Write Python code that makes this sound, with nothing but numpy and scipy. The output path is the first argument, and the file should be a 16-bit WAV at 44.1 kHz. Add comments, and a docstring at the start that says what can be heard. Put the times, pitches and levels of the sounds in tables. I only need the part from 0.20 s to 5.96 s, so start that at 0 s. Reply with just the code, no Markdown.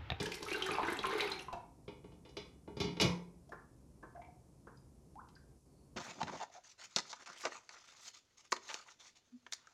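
"""A small, hard-walled kitchen: broth pours from a glass pitcher through a cloth-lined plastic strainer
into a big enamel pot. The stream traps bubbles, throws spray and rings the air in the pot. Then the
strainer shifts and knocks on the rim, ringing the pot's modes, and the last drops fall into the broth.
A low rumble and a faint hiss lie underneath."""
import sys
import numpy as np
from scipy import signal
from scipy.fft import rfft, irfft
from scipy.io import wavfile
from scipy.ndimage import uniform_filter1d, map_coordinates

SR = 44100
rng = np.random.default_rng(int(sys.argv[2]) if len(sys.argv) > 2 else 0)


def bounce(signal):
    """Save signal as a 16-bit WAV file at the path given by the first command-line argument."""
    frames = np.transpose(np.atleast_2d(signal))
    limited = np.clip(frames, -1, 1)
    pcm = np.round(limited * 32767).astype(np.int16)
    wavfile.write(sys.argv[1], SR, pcm)


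N = 254016
T = np.arange(N) / SR
RING_T = T[:SR]


def undb(db):
    """Decibels to gain."""
    return 10 ** (np.asarray(db) / 20)


def fade(t60_s):
    """One second of exponential decay."""
    return np.exp(-np.log(1000) * RING_T / t60_s)


def bump(at_s, width_s):
    """Gaussian swell, 0 to 1 and back."""
    return np.exp(-((T - at_s) / width_s) ** 2)


def add(out, at_s, x):
    """Mix x into out."""
    i = int(at_s * SR)
    out[i:i + len(x)] += x[:N - i]


def colour(x, points):
    """Minimum-phase filter through (frequency [Hz], level [dB]) points, unit power gain."""
    size = 4096
    hz, db = np.transpose(points)
    bins_hz = np.arange(size // 2 + 1) * SR / size
    gain = undb(np.interp(np.log(bins_hz + 1), np.log(hz), db))
    cepstrum = irfft(np.log(gain))
    cepstrum[1:size // 2] *= 2
    cepstrum[size // 2 + 1:] = 0
    impulse = irfft(np.exp(rfft(cepstrum)))
    return signal.fftconvolve(x, impulse / np.linalg.norm(impulse))[:len(x)]


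def split(x, edges_hz):
    """Cut x into adjoining bands."""
    edges_hz = [20, *edges_hz, SR / 2 - 20]
    return [signal.sosfilt(signal.butter(4, band_hz, "band", fs=SR, output="sos"), x)
            for band_hz in zip(edges_hz, edges_hz[1:])]


def burst(points, t60_s, swell_s=0.0003, samples=SR // 4):
    """Coloured noise puff: swell, then decay."""
    envelope = fade(t60_s) * (1 - np.exp(-RING_T / swell_s))
    return colour(rng.standard_normal(samples) * envelope[:samples], points)


def follow(x, db, window_s=0.57):
    """Even out the slow level of x, then apply the curve db."""
    power = uniform_filter1d(x ** 2, int(window_s * SR))
    return x * undb(db) / np.sqrt(np.abs(power) + 0.06 * np.mean(x ** 2))


def room(x, wet_db):
    """Close walls add a dense tail, shorter in the treble than in the mids."""
    # reverberation bands: (frequency [Hz], t60 [s], level [dB])
    walls = [(154.8, 0.31, 3), (501, 0.56, -1), (1390, 0.41, 2.5), (4100, 0.33, 0.5), (11700, 0.31, -4)]
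    hz = np.array(walls)[:, 0]
    bands = split(rng.standard_normal(SR), np.sqrt(hz[1:] * hz[:-1]))
    tail = sum(undb(db) * band * fade(t60_s) / np.linalg.norm(fade(t60_s))
               for band, (_, t60_s, db) in zip(bands, walls))
    onset = np.minimum(RING_T / 0.00068, 1)
    return x + undb(wet_db) * signal.fftconvolve(x, tail * onset)[:N]


def background(sink_db_per_s=0.18):
    """Room rumble sinks slowly under steady hiss; near the end it dips and a thin sizzle swells."""
    # room noise spectrum: (frequency [Hz], level [dB])
    kitchen = [(15, -56.5), (25, -26), (49, -3), (71, 1), (98, -12), (125, -0.5), (176, -7), (309, -10),
               (373, -13.5), (427, -15.5), (811, -26), (1030, -28), (1670, -41.5), (3300, -44.5),
               (5500, -35), (10500, -35.5), (15000, -53)]
    noise = colour(rng.standard_normal(N), kitchen)
    rumble, hiss = split(undb(-64.5) * noise / np.std(noise), edges_hz=[2500])
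    rumble_db = 4 - sink_db_per_s * T - 8 * bump(at_s=5.42, width_s=0.041)
    sizzle = colour(rng.standard_normal(N), [(2500, -32.5), (3800, -20), (4400, 8), (5200, -15), (8000, -34)])
    sizzle *= bump(at_s=5.6, width_s=0.098)
    return undb(rumble_db) * rumble + undb(1.22) * hiss + undb(-85.5) * sizzle


def pot_ring(seated, scatter_db=1.5, detune=0.0012, pair_split=0.002):
    """The pot is not quite round: its modes are beating pairs that vary with the spot struck."""
    # pot modes: (frequency [Hz], level [dB], t60 [s])
    modes = [(141, -3, .36), (175, -2, .75), (215, -3, .38), (280, -10, .55), (304, -4, .42), (410, 3, .4),
             (498, -3, .45), (648, -12, .35), (885, -4, .38), (935, -6, .38), (1130, -9, .33),
             (1380, -13, .34), (1588, -16, .28), (2100, -11, .35), (2215, -10, .36), (2322, -12, .34),
             (2485, -4, .32), (2930, 1, .27), (3170, -6, .22), (3348, -5, .24), (3410, -2, .3),
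             (3507, -4, .28), (3563, -2, .24), (3657, -8, .28), (3950, -6, .22), (4023, 0, .22),
             (4587, 0, .24), (4790, -10, .26), (4972, 1, .23), (5017, -7, .28), (5192, -7, .22),
             (5381, -2, .2), (5736, -4, .23), (6800, -5, .2)]
    ring = np.zeros(SR)
    for hz, db, t60_s in modes:
        strength, shift, side = rng.standard_normal(3)
        if not seated and hz > 2000:  # high modes ring longer until the strainer rests on the pot
            t60_s *= 1.5
        phase = 2 * np.pi * hz * (1 + detune * shift) * RING_T
        pair = np.sin(phase) + 0.5 * np.sin(phase * (1 + pair_split * side))
        ring += np.sign(side) * undb(db + scatter_db * strength) * fade(t60_s) * pair
    return ring


def contact(x, levels_db, edge_hz):
    """Softer contacts cut the top lower; levels set thud, body and treble over the first 25 ms."""
    softened = signal.lfilter(*signal.butter(3, edge_hz, fs=SR), x)
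    bands = split(softened, edges_hz=[260, 1500])
    return sum(undb(db) * band / np.std(band[:SR // 40]) for db, band in zip(levels_db, bands))


def knocks(seated_s=2.7, pot_share_db=(-7, -8.5, -7), clack_share_db=(-8.5, -8.5, -7)):
    """The strainer hits the rim and settles: the pot rings, the plastic clacks and echoes."""
    # rim contacts: (time [s], thud [dB], body [dB], treble [dB], top edge [Hz])
    hits = [(0, -39.5, -40, -41.5, 5300), (1.679, -50.5, -45, -55.5, 2980),
            (1.842, -55.5, -52.5, -69, 3050), (1.918, -56.5, -59.5, -71, 3550),
            (2.05, -72, -54, -62.5, 3240), (2.09, -67, -60.5, -65, 6600), (2.168, -52, -44, -45.5, 4800),
            (2.476, -48, -44.5, -65.5, 2000), (2.568, -43.5, -43.5, -53, 5300),
            (2.601, -34, -42, -38.5, 5584), (2.612, -44.5, -38, -42.5, 5480),
            (2.641, -39, -44.5, -48.5, 4800), (2.679, -41.5, -50, -54, 2600),
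            (2.768, -48.5, -44.5, -52.5, 3500), (2.799, -37.5, -32.5, -30, 4000),
            (2.811, -54, -34.5, -32, 8000), (2.818, -38, -33, -32.5, 4300),
            (2.826, -37.5, -39.5, -38, 4000), (2.838, -33, -39.5, -45, 3500),
            (2.845, -30.5, -38.5, -47.5, 3000)]
    # broad resonances of the plastic: (frequency [Hz], level [dB])
    plastic = [(40, -14), (80, 10), (135, 12.5), (215, 11), (280, 0), (420, 17), (620, 4), (950, 2),
               (1700, -11.5), (2400, 2.5), (2650, -7), (2930, 1), (3200, -4.5), (3550, 2), (3800, -1.5),
               (4030, 8.5), (4330, -6), (5000, 5), (6900, -4.5), (7700, -7.5), (11000, 1), (14000, -1)]
    clacks, rings = np.zeros((2, N))
    for at_s, *levels_db, edge_hz in hits:
        ring = pot_ring(seated=at_s > seated_s)
        clack = burst(plastic, t60_s=0.05, swell_s=0.00089)
        add(rings, at_s, contact(ring, np.add(levels_db, pot_share_db), edge_hz))
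        add(clacks, at_s, contact(clack, np.add(levels_db, clack_share_db), edge_hz))
    return rings + room(clacks, wet_db=-2)


def bubble(hz, t60_s, rise_oct_per_s, max_rise_oct=0.36):
    """Trapped air rings and climbs in pitch as it nears the surface."""
    t = RING_T[:int(max(t60_s, 0.002) * SR)]
    rise_oct = max_rise_oct * np.tanh(rise_oct_per_s * t / max_rise_oct)
    phase = 2 * np.pi * np.cumsum(hz * 2 ** rise_oct) / SR
    envelope = np.exp(-np.log(1000) * t / t60_s) * (1 - np.exp(-t * hz / 1.7))
    return envelope * np.sin(phase)


def big_bubbles():
    """Single bubbles, each born in a splash; small or shallow ones die sooner and climb faster."""
    # bubbles: (time [s], level [dB], pitch [Hz], depth [1 = usual])
    births = [(0.017, -31.5, 1708, 0.55), (0.056, -37.5, 1660, 1.1), (0.058, -38, 3010, 1.3),
              (.120, -37, 2390, 0.53), (.176, -47.5, 1960, 0.76), (.262, -42, 1270, 1.1),
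              (.284, -33.5, 2210, 1.05), (0.315, -34.5, 2440, 0.8), (0.315, -30, 388, 0.78),
              (0.331, -38, 2750, 2), (0.345, -33, 1517, 0.88), (0.361, -39, 4050, 1.2),
              (0.41, -36, 1290, 1), (.422, -27, 3170, 0.26), (0.463, -30, 1755, 0.96),
              (0.488, -28.5, 1190, 0.5), (0.509, -34.5, 2470, 0.78), (0.534, -38, 4430, 0.72),
              (.545, -30, 1050, 0.4), (.552, -34, 2380, 0.23), (0.575, -32, 1150, 0.54),
              (.584, -22, 903, 0.51), (.594, -24, 985, 0.53), (.630, -41, 900, 0.91),
              (.631, -32, 2390, 0.51), (0.646, -30.5, 1550, 0.47), (.678, -28.5, 1483, 0.66),
              (.684, -32, 1966, 0.61), (.696, -35, 1810, 0.69), (.719, -32.5, 1523, 0.67),
              (.727, -36, 1670, 0.97), (0.765, -40, 2610, 0.83), (.789, -36.5, 3280, 0.85),
              (.790, -34.5, 3860, 0.88), (.832, -34.5, 2420, 0.17), (0.839, -22.5, 1014, 0.54),
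              (0.841, -34, 1293, 0.58), (.854, -29.5, 2620, 0.52), (0.907, -31.5, 1564, 0.62),
              (.927, -34, 425, 0.7), (0.93, -33, 2260, 0.4), (0.935, -30.5, 1130, 0.58),
              (.997, -27, 2176, 0.55), (1.004, -30.5, 2380, 0.29), (1.007, -27, 3740, 0.71),
              (1.075, -33, 2450, 0.61), (1.117, -32, 4020, 1.04), (1.137, -39, 2270, 1),
              (1.193, -37.5, 2740, 0.48), (1.283, -35, 977, 0.78), (1.325, -38, 1090, 0.79),
              (1.327, -28.5, 900, 0.52), (1.333, -32, 654, 0.52), (1.331, -46.5, 2580, 0.94),
              (2.89, -37.5, 951, 0.87), (3.292, -47, 655, 0.64), (3.949, -42.5, 704, 2.06),
              (3.96, -53, 1575, 0.6), (3.972, -44, 692, 1.3), (4.017, -55, 2240, 1.2),
              (4.019, -48.5, 917, 0.53), (4.046, -61, 2300, 0.99), (4.08, -49, 709, 1.3),
              (4.572, -62, 4830, 1.6), (5.153, -58.5, 4720, 1.6), (5.162, -57, 1560, 1.5),
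              (5.165, -66, 1730, 1.6)]
    out = np.zeros(N)
    for at_s, db, hz, depth in births:
        khz = hz / 1000
        t60_s = 0.071 * depth / khz ** 0.68
        rise_oct_per_s = 2.88 * khz ** 0.85 / depth ** 1.6
        splash = [(hz / 2, -22), (hz, 0), (hz * 1.145, -5), (hz * 2, -30), (hz * 10, -60)]
        add(out, at_s, undb(db) * bubble(hz, t60_s, rise_oct_per_s))
        add(out, at_s, undb(db - 6) * burst(splash, t60_s=0.04))
    return out


def spats():
    """Drops smack on the wet cloth."""
    # impacts: (time [s], level [dB], centre [Hz])
    smacks = [(0.026, -39, 8000), (.059, -37, 5400), (0.117, -35, 4530), (0.142, -36, 5250),
              (0.151, -44.5, 10800), (0.227, -35.5, 5550), (0.302, -40.5, 4670), (.331, -42.5, 8270),
              (0.421, -37, 5320), (0.462, -39, 6730), (.70, -47, 10850), (0.723, -45, 5800),
              (0.789, -52, 5430), (0.83, -46, 6660), (.982, -45, 9700), (1.005, -34.5, 3700),
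              (1.033, -54.5, 8550), (1.117, -44, 4200), (1.191, -46, 5600), (1.327, -45.5, 5160),
              (3.292, -62, 6360), (4.018, -65, 3640), (5.086, -58, 4970)]
    out = np.zeros(N)
    for at_s, db, hz in smacks:
        spectrum = [(hz / 8, -25), (hz * 0.33, -8), (hz, 0), (hz * 1.23, -9), (hz * 3, -28)]
        add(out, at_s, undb(db) * burst(spectrum, t60_s=0.029, swell_s=0.0015))
    return out


def plops():
    """Drops tick on the broth and open craters whose hollow note swells; each has its own brightness."""
    # drops: (time [s], level [dB], tilt [dB/octave])
    drops = [(0.223, -41, -4), (0.361, -56, -6.5), (0.486, -35, -2), (.544, -41, -1), (0.628, -33.5, -2),
             (.681, -32.5, -2), (0.788, -40.5, -6), (.839, -36.5, 1.5), (1.002, -38, 0.5), (1.121, -42, -2),
             (1.333, -41.5, -5.5), (3.319, -39, 1), (3.827, -43, -1), (4.469, -48.5, 0.5)]
    # hollow note in the pot: (frequency [Hz], level [dB])
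    hollow = [(150, -14), (400, 0), (700, -7), (950, -2), (1250, -5), (1520, -3), (1740, -4), (2000, -24),
              (3000, -35), (9000, -48)]
    # tick of first contact: (frequency [Hz], level [dB])
    tick = [(500, -7), (3500, 17), (6000, 18.5), (11000, -9), (15000, -20)]
    out = np.zeros(N)
    for at_s, db, tilt_db_per_oct in drops:
        tilted = [(hz, band_db + tilt_db_per_oct * np.log2(hz)) for hz, band_db in hollow]
        add(out, at_s, undb(db) * burst(tilted, t60_s=0.082, swell_s=0.0027, samples=SR))
        add(out, at_s, undb(db - 29.5) * burst(tick, t60_s=0.029))
    return out


def bursting_bubble():
    """A bubble shrinks as it bursts, chirping upward."""
    # chirp: (time [s], pitch [Hz], level [dB])
    glide = [(4.956, 720, -52.5), (4.962, 814, -52), (4.99, 1047, -51), (4.999, 1415, -51.5),
             (5.014, 1940, -87)]
    times_s, hz, db = np.transpose(glide)
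    phase = 2 * np.pi * np.cumsum(np.interp(T, times_s, hz)) / SR
    return undb(np.interp(T, times_s, db, left=-200, right=-200)) * np.sin(phase)


def patter(rate_per_s, spread_db):
    """Random impacts, mostly small, a few large."""
    impacts = (rng.random(N) < rate_per_s / SR) * rng.choice([-1, 1], N)
    return impacts * undb(spread_db * np.minimum(rng.exponential(size=N), 4))


def swarm(span_s, clumps, low_hz, high_hz, cycles, spread_db):
    """Clumps of five bubbles of random size, each ringing for roughly the given cycles."""
    out = np.zeros(N)
    for _ in range(clumps):
        when, force = rng.random(2)
        for pitch, life, lag, strength in rng.random((5, 4)):
            hz = low_hz * (high_hz / low_hz) ** pitch
            t60_s = cycles * (0.5 + life) / hz
            db = -spread_db * np.log((force + 0.01537) * (strength + 0.088))
            ring = bubble(hz, t60_s, rise_oct_per_s=0.2016 * life / t60_s)
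            add(out, when * span_s + 0.008 * lag, undb(db) * ring)
    return out


def gurgle(pitch_wander=0.064, step_s=0.045):
    """The stream's impacts ring the air in the pot; the pitch wanders at random."""
    # air resonances: (frequency [Hz], width [Hz], level [dB])
    air_modes = [(399, 17, 19), (447, 25, 7.5), (327, 33, 7), (837, 83, 5)]
    impacts = patter(rate_per_s=160, spread_db=4)
    push = colour(impacts, [(120, -9.5), (350, -0.5), (900, -3), (2500, -14), (8000, -35)])
    air = sum(undb(db) * signal.lfilter(*signal.iirpeak(hz, hz / width_hz, fs=SR), push)
              for hz, width_hz, db in air_modes)
    steps_s = np.arange(0, T[-1] + step_s, step_s)
    wander = rng.standard_normal(1000)[:len(steps_s)]
    speed = 1 + pitch_wander * np.interp(T, steps_s, wander)
    return map_coordinates(air, [np.cumsum(speed)], order=1, mode="mirror")


def pour(cutoff_db_per_s=258, pool_s=0.38):
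    """The stream whips up foam, sprays, splashes on the cloth and gurgles; all follow its flow."""
    # stream strength as the pitcher tips, surges and empties: (time [s], level [dB])
    flow = [(0, -3), (.1, -1), (.21, -7), (.33, 3), (.39, -4.5), (.47, 0), (.55, -2.5), (.61, -4.5),
            (.66, -0.5), (.72, 0.5), (.77, -8.5), (.82, -7.5), (.86, -1.5), (.93, 2.5), (.98, 3), (1.03, 2),
            (1.12, -3.5), (1.21, -12), (1.27, -27.5)]
    # foam spectrum: (frequency [Hz], level [dB])
    foam_eq = [(290, -29), (500, -1.5), (588, -22), (733, -8.5), (883, -7), (1370, -13), (2340, -8),
               (2880, -21.5), (4080, -3.5), (4430, -35.5), (8000, -38.5), (10400, -79.5), (17600, -120)]
    # spray spectrum: (frequency [Hz], level [dB])
    spray_eq = [(1200, -11.5), (2500, -14.5), (4100, -7.5), (5500, -1), (8000, -7), (11000, 2),
                (15000, -18.5)]
    # fine splashing on the wet cloth: (frequency [Hz], level [dB])
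    wash_eq = [(600, -16), (1500, 8), (2400, -2), (3300, 3.5), (4000, 2.5), (4500, -2), (5700, -14),
               (7500, -18.5), (11000, -21.5), (15000, -28)]
    end_s = flow[-1][0]
    flow_db = np.interp(T, *np.transpose(flow)) - cutoff_db_per_s * np.maximum(T - end_s, 0)
    shallow_db = -41 * np.maximum(1 - T / pool_s, 0)  # little air is trapped until a pool forms
    foam = swarm(end_s, clumps=280, low_hz=673, high_hz=4436, cycles=40, spread_db=-1)
    spray = swarm(end_s, clumps=320, low_hz=2665, high_hz=13550, cycles=19, spread_db=6)
    wash = patter(rate_per_s=2400, spread_db=5)
    return (follow(colour(foam, foam_eq), -51.5 + flow_db + shallow_db)
            + follow(colour(spray, spray_eq), -59 + 0.87 * flow_db)
            + follow(colour(wash, wash_eq), -52 + flow_db + 0.33 * shallow_db)
            + follow(gurgle(), -46 + flow_db))


def scene():
    """Pour, drips and knocks in the kitchen, mono."""
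    stream = room(pour(), wet_db=-4.5)
    drips = room(big_bubbles() + spats() + plops() + bursting_bubble(), wet_db=-3.5)
    return (stream + drips + knocks() + background())[None]


def record(dry):
    """Steep low-pass at 15 kHz."""
    return signal.sosfilt(signal.ellip(8, 0.2, 70, 15000, fs=SR, output="sos"), dry)


dry = scene()
out = record(dry)
bounce(out)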